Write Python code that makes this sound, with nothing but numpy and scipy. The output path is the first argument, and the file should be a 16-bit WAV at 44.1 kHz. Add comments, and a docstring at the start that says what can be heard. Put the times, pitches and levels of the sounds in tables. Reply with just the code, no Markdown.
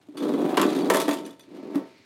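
"""In a small living room, a toy monster truck is let go on a sloping cardboard game board.
Its knobbly tyres drum on the board, plastic parts rattle and the loose steel axles jingle.
It clatters over the fold, crashes onto a hollow case whose modes ring, slows almost to rest,
rolls again and bumps to a stop. The room adds a short reverberation, quiet air and a faint hiss."""
import sys
import numpy as np
from scipy import signal
from scipy.fft import rfft, irfft, next_fast_len
from scipy.io import wavfile
from scipy.ndimage import uniform_filter1d

SR = 44100
rng = np.random.default_rng(int(sys.argv[2]) if len(sys.argv) > 2 else 0)


def log_audio(samples):
    """Write samples as a 16-bit WAV file to the path given in sys.argv[1]."""
    # one column per channel
    frames = np.atleast_2d(samples).T
    # limit to full scale, then quantise
    limited = np.clip(frames, -1, 1)
    pcm = np.round(limited * 32767).astype(np.int16)
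    wavfile.write(sys.argv[1], SR, pcm)


N = 90404
RELEASE_S, LANDING_S = .17, .89

# impacts of the truck: start_s, thud_db, clack_db, tick_db
IMPACTS = [(0.086, -28, -80, -63), (.154, -23.5, -53, -69), (0.172, -55, -43.5, -46),
           (0.337, -13, -33.5, -43.5), (0.542, -42, -31, -47), (0.571, -18, -13, -26),
           (0.575, -46, -22, -28), (0.596, -11, -19, -31.5), (0.6148, -11.5, -20.5, -20.5),
           (0.628, -37, -20, -54), (0.653, -11.5, -36, -50.5), (0.763, -10, -52, -40),
           (0.8998, -26, -12, -19.5), (0.911, -41, -24, -35), (0.937, -35, -28, -24),
           (0.945, -27, -17.5, -22), (0.957, -15, -21, -26), (0.969, -28, -22, -24), (1.0, -38, -25, -24),
           (1.006, -36, -29, -26), (1.016, -44, -32, -25), (1.0798, -11, -20.5, -36),
           (1.09, -25, -20.5, -32), (1.1109, -23.5, -31.5, -30.5), (1.132, -38, -45, -32),
           (1.139, -31, -38, -32.5), (1.263, -26.5, -57, -40.5), (1.308, -35.5, -65, -50),
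           (1.395, -51, -52.5, -48), (1.747, -33, -37, -56), (1.755, -12, -35, -41),
           (1.777, -28, -39.5, -58)]
# drumming of the tyres on the case: time_s, level_db
CASE_DRUMMING = [(.9, -25.5), (1.04, -30.5), (1.14, -31), (1.29, -41), (1.36, -55), (1.45, -56.5),
                 (1.53, -42), (1.66, -38.5), (1.78, -33.5), (1.84, -41), (1.9, -54), (2.05, -63.5)]
# shaking of the axles and loose parts: time_s, level_db
SHAKING = [(.16, -69), (.18, -48), (.35, -53.5), (.55, -51.5), (.62, -47), (.7, -41.5), (.8, -43.5),
           (.87, -49), (.98, -38), (1.06, -43), (1.14, -40.5), (1.22, -51.5), (1.34, -62), (1.5, -65.5),
           (1.72, -63), (1.85, -67.5)]
# spectrum of the case's lid, also of the noise in every thud: frequency_hz, level_db
LID_SPECTRUM = [(40, -63), (110, -39.5), (170, -5), (225, -6.5), (295, 3.5), (430, -4.5), (700, -17.5),
                (1200, -31), (2200, -36), (6000, -58)]


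def impacts():
    """Impulse excitation: each blow thuds in the panel, clacks in the shell and ticks in the axles."""
    # low modes of a struck panel: pitch_hz, level_db, t60_s
    panel_modes = [(288, 0, .12), (330, -10, .07), (400, -9, .06)]
    # spectra of plastic on the board, plastic on the case and the axles: frequency_hz, level_db
    board_clack = [(60, -38), (450, 13), (780, 5.5), (1120, 13.5), (1400, 5.5), (1650, 4), (2100, 1),
                   (3100, -1), (5200, -10.5), (16000, -64)]
    case_clack = [(60, -26.5), (450, 18.5), (780, 7), (1080, 12.5), (1400, 2), (1800, 8.5), (2400, -3.5),
                  (3400, -4), (4500, -13), (16000, -17.5)]
    axle_tick = [(300, -23), (1500, 2.5), (3500, 0), (5200, -3), (7000, -2.5), (11500, -3.5), (13500, -6.5),
                 (16000, -21)]
    panel, board, case, metal = map(impulse_response, (LID_SPECTRUM, board_clack, case_clack, axle_tick))
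    out, t = np.zeros(N), np.arange(SR // 4) / SR

    def burst(response, t60_s):
        noise = rng.standard_normal(len(t)) * amp(-60 * t / t60_s)
        return convolve(noise * onset(t, rise_s=.0004), response)

    for start_s, thud_db, clack_db, tick_db in IMPACTS:
        # the panel's pitch shifts with the place where it is struck
        modes = onset(t, rise_s=.0022) * damped_modes(panel_modes, vary_db=4.2, detune=.025)
        thud = amp(-4.5) * modes + amp(-13) * burst(panel, t60_s=.04)
        clack = burst(board if start_s < LANDING_S else case, t60_s=.07)
        tick = burst(metal, t60_s=.032)
        crack = amp(2.5) * burst(metal, t60_s=.0047)
        add(out, start_s, amp(thud_db) * thud + amp(clack_db) * clack + amp(tick_db) * (tick + crack))
    return out


def rolling():
    """Forced vibration: the tyres drive the board, whirring as they gather speed, then the case."""
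    # drumming on the board and whirr of the tyres: time_s, level_db
    board_drumming = [(0, -66), (.11, -59), (.16, -39.5), (.2, -33), (.22, -24.5), (.36, -25), (.46, -22),
                      (.5, -28), (.56, -25), (.66, -20), (.74, -27), (.78, -24.5), (.88, -24)]
    whirring = [(.18, -70), (.44, -38), (.555, -35), (.6, -40.5), (.88, -40)]
    # their spectra: frequency_hz, level_db
    board_spectrum = [(40, -45), (80, -28), (120, -34), (165, -10), (215, -9), (290, 2), (335, 1.5),
                      (420, -7.5), (520, -12), (800, -23), (1200, -25.5), (2000, -44.5), (5000, -57)]
    whirr_spectrum = [(350, -26.5), (700, 5), (1200, -13), (1900, -20), (2500, -17), (3300, -36.5)]
    board = tyres(board_spectrum) * envelope(board_drumming)
    whirr = tyres(whirr_spectrum) * envelope(whirring)
    lid = tyres(LID_SPECTRUM) * envelope(CASE_DRUMMING)
    return (board + whirr) * on_board() + lid * (1 - on_board())


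def tyres(spectrum):
    """Source and filter: tread impacts and rubber friction excite a panel, held at a steady level."""
    tread = impulse_train(per_s=170, scatter_db=1.5)
    scrub = .39 * rng.standard_normal(N)
    drumming = convolve(tread + scrub, impulse_response(spectrum))
    power = np.abs(uniform_filter1d(drumming ** 2, size=1800))
    return drumming / np.sqrt(power + 1e-9)


def case_resonance():
    """Energy balance: blows and rolling feed the case's modes, and each decays at its own rate."""
    # modes of the hollow case: pitch_hz, level_db, t60_s
    case_modes = [(209, -2, .2), (392, -2, .14), (563, -1, .3), (651, 2, .35), (797, -11, .28),
                  (909, -1, .45), (988, -6, .22), (1018, -5, .22), (1122, -6, .2), (1204, -8, .2),
                  (1313, -8, .38)]
    out, t = np.zeros(N), np.arange(N) / SR
    feed = (amp(-1.5) * envelope(CASE_DRUMMING) * (1 - on_board())) ** 2 / SR
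    for start_s, _, clack_db, _ in IMPACTS:
        if start_s > LANDING_S:
            feed[round(start_s * SR)] += amp(clack_db - 13) ** 2
    width = SR // 400  # each blow's energy enters over 2.5 ms
    feed = signal.lfilter(np.ones(width) / width, [1], feed)
    for hz, db, t60_s in case_modes:
        energy = np.abs(signal.lfilter([1], [1, -amp(-60 / SR / t60_s) ** 2], feed))
        # the phase wanders about 1.4 radians within one decay time
        drift = 1.4 * np.cumsum(rng.standard_normal(N)) / np.sqrt(SR * t60_s)
        out += amp(db) * np.sqrt(energy) * np.sin(2 * np.pi * hz * t + drift)
    return out


def rattle():
    """Friction noise: loose plastic parts chatter, each tap a tiny decaying scrape."""
    # spectrum of the loose parts: frequency_hz, level_db
    spectrum = [(300, -21), (1100, 8.5), (2300, 3), (3700, 5), (5300, -4), (12000, -9.5), (16000, -24)]
    tap_s = .006
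    taps = np.abs(impulse_train(per_s=150, scatter_db=4))
    decay = np.exp(-np.arange(SR // 20) / SR / tap_s)
    scrapes = convolve(taps, decay) * rng.standard_normal(N)
    return envelope(SHAKING) * unit_rms(convolve(scrapes, impulse_response(spectrum)))


def axle_jingle(taps=90, per_s=110):
    """Random excitation: the spinning axles jingle down the board as hard as they are shaken."""
    out = np.zeros(N)
    for start_s in RELEASE_S + np.cumsum(rng.gamma(2, .5, taps)) / per_s:
        pitch_hz = 3750 * np.exp(.08 * rng.standard_normal())
        gain = amp(np.interp(start_s, *np.transpose(SHAKING)) - 3.5)
        add(out, start_s, gain * axle_ring(pitch_hz, vary_db=4, detune=.035))
    return out


def axle_clinks():
    """Free vibration: an axle hits its stop and rings briefly."""
    # single clinks: start_s, favoured_pitch_hz, level_db
    clinks = [(.171, 4570, -48.5), (.171, 8900, -52), (.9, 11700, -50), (1.11, 6700, -32),
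              (1.139, 8900, -58.5), (1.252, 5980, -45), (1.305, 3480, -55), (1.397, 3480, -58),
              (1.407, 5980, -52.5)]
    out = np.zeros(N)
    for start_s, pitch_hz, db in clinks:
        add(out, start_s, amp(db) * axle_ring(pitch_hz))
    return out


def axle_ring(pitch_hz, vary_db=0, detune=0):
    """Selective excitation: one tap on the axles favours the modes near the given pitch."""
    # modes of the steel axles and chassis: pitch_hz, level_db, t60_s
    axle_modes = [(2510, -5, .045), (3480, 0, .05), (3930, -2, .04), (4570, -3, .045), (5980, -8, .045),
                  (6700, -11, .045), (8900, -7, .055), (11700, -14, .03)]
    lift_db, log_width = 11, .06
    modes = [(hz, db + lift_db * np.exp(-(np.log(hz / pitch_hz) / log_width) ** 2), t60_s)
             for hz, db, t60_s in axle_modes]
    ring = damped_modes(modes, vary_db, detune)
    return ring * onset(np.arange(len(ring)) / SR, rise_s=.001)


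def reverberation(x):
    """Diffuse field: the carpeted room returns a short tail with little bass, 5 ms late."""
    # reverberation time: frequency_hz, t60_s
    decay_times = [(200, 0.12), (1500, 0.25), (6000, 0.2), (15000, 0.14)]
    hz, t, noise = signal.stft(rng.standard_normal(SR // 2), SR, nperseg=256)
    decay = amp(-60 * t / at_frequency(decay_times, hz)[:, None])
    tail = signal.istft(noise * decay, SR, nperseg=256)[1]
    response = np.pad(tail, (SR // 200, 0)) / np.linalg.norm(tail)
    return low_cut(convolve(x, response), hz=400, order=2)


def background():
    """Filtered noise: steady room air, and a faint hiss that rises late in the run."""
    # spectra of air and hiss: frequency_hz, level_db
    air_spectrum = [(25, -6), (60, 16), (100, 15), (300, -7), (800, -14), (2300, -34), (9000, -22.5),
                    (16000, -64)]
    hiss_spectrum = [(300, -27), (1200, -9), (2300, 1.5), (3100, -9), (4300, -4), (6500, -15.5),
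                     (10000, -31)]
    # rise of the hiss: time_s, level_db
    hiss_levels = [(1.3, -77), (1.6, -61), (2.05, -61)]
    air = convolve(rng.standard_normal(N), impulse_response(air_spectrum))
    hiss = convolve(rng.standard_normal(N), impulse_response(hiss_spectrum))
    return amp(-60) * air + envelope(hiss_levels) * hiss


def damped_modes(modes, vary_db, detune):
    """Modal sum: decaying cosines, scattered at each strike in level and in log pitch (detune)."""
    t = np.arange(SR // 4) / SR
    scatter = np.clip(rng.standard_normal((len(modes), 2)), -1.5, 1.5)
    return sum(amp(db + vary_db * a - 60 * t / t60_s) * np.cos(2 * np.pi * hz * np.exp(detune * b) * t)
               for (hz, db, t60_s), (a, b) in zip(modes, scatter))


def impulse_train(per_s, scatter_db, count=2000):
    """Shot noise: small contacts of uneven spacing and strength, rms 1."""
    at = (np.cumsum(rng.gamma(2, .5, count)) * SR / per_s).astype(int)
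    strength = amp(scatter_db * np.clip(rng.standard_normal(count), -2, 2))
    strength *= rng.choice([-1, 1], count)
    return unit_rms(np.bincount(at[at < N], strength[at < N], N))


def impulse_response(spectrum, size=4096):
    """Minimum-phase response with the given spectral shape and energy 1."""
    magnitude = amp(at_frequency(spectrum, np.fft.rfftfreq(size, 1 / SR)))
    cepstrum = irfft(np.log(magnitude))
    cepstrum[1:size // 2] *= 2
    cepstrum[size // 2 + 1:] = 0
    response = irfft(np.exp(rfft(cepstrum)))
    return response / np.linalg.norm(response)


def on_board():
    """Crossfade: 1 on the board, falling to 0 as the truck lands on the case."""
    return np.interp(np.arange(N) / SR, [LANDING_S, LANDING_S + .02], [1, 0])


def onset(t, rise_s):
    """Exponential rise from 0 to 1."""
    return 1 - np.exp(-t / rise_s)


def envelope(points):
    """Gain per sample from (time_s, level_db) points."""
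    return amp(np.interp(np.arange(N) / SR, *np.transpose(points)))


def at_frequency(points, hz):
    """Interpolate (frequency_hz, value) points on a log frequency axis."""
    frequencies, values = np.transpose(points)
    return np.interp(np.log(hz + 1), np.log(frequencies + 1), values)


def amp(db):
    """Decibels to gain."""
    return 10 ** (np.asarray(db) / 20)


def unit_rms(x):
    """Scale to rms 1."""
    return x / np.sqrt(np.mean(x ** 2) + 1e-20)


def convolve(x, response):
    """Pass x through an impulse response."""
    return signal.fftconvolve(x, response)[:len(x)]


def low_cut(x, hz, order):
    """High-pass filter."""
    return signal.sosfilt(signal.butter(order, hz, 'high', fs=SR, output='sos'), x)


def add(out, start_s, x):
    """Mix x into out from start_s."""
    part = out[round(start_s * SR):][:len(x)]
    part += x[:len(part)]


def scene():
    """Superposition: the truck, the ringing case, the truck's reverberation and the background."""
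    truck = rolling() + rattle() + axle_jingle() + impacts() + axle_clinks()
    echo = amp(-6.5) * reverberation(truck)
    return (truck + case_resonance() + echo + background())[None]


def record(dry):
    """Band limiting: the microphone drops the deep bass and passes nothing above top_hz."""
    top_hz, size = 15950, next_fast_len(N + SR // 2)
    spectrum = rfft(low_cut(dry, hz=136, order=4), size)
    passband = np.fft.rfftfreq(size, 1 / SR) < top_hz
    return irfft(spectrum * passband, size)[..., :N]


dry = scene()
out = record(dry)
log_audio(out)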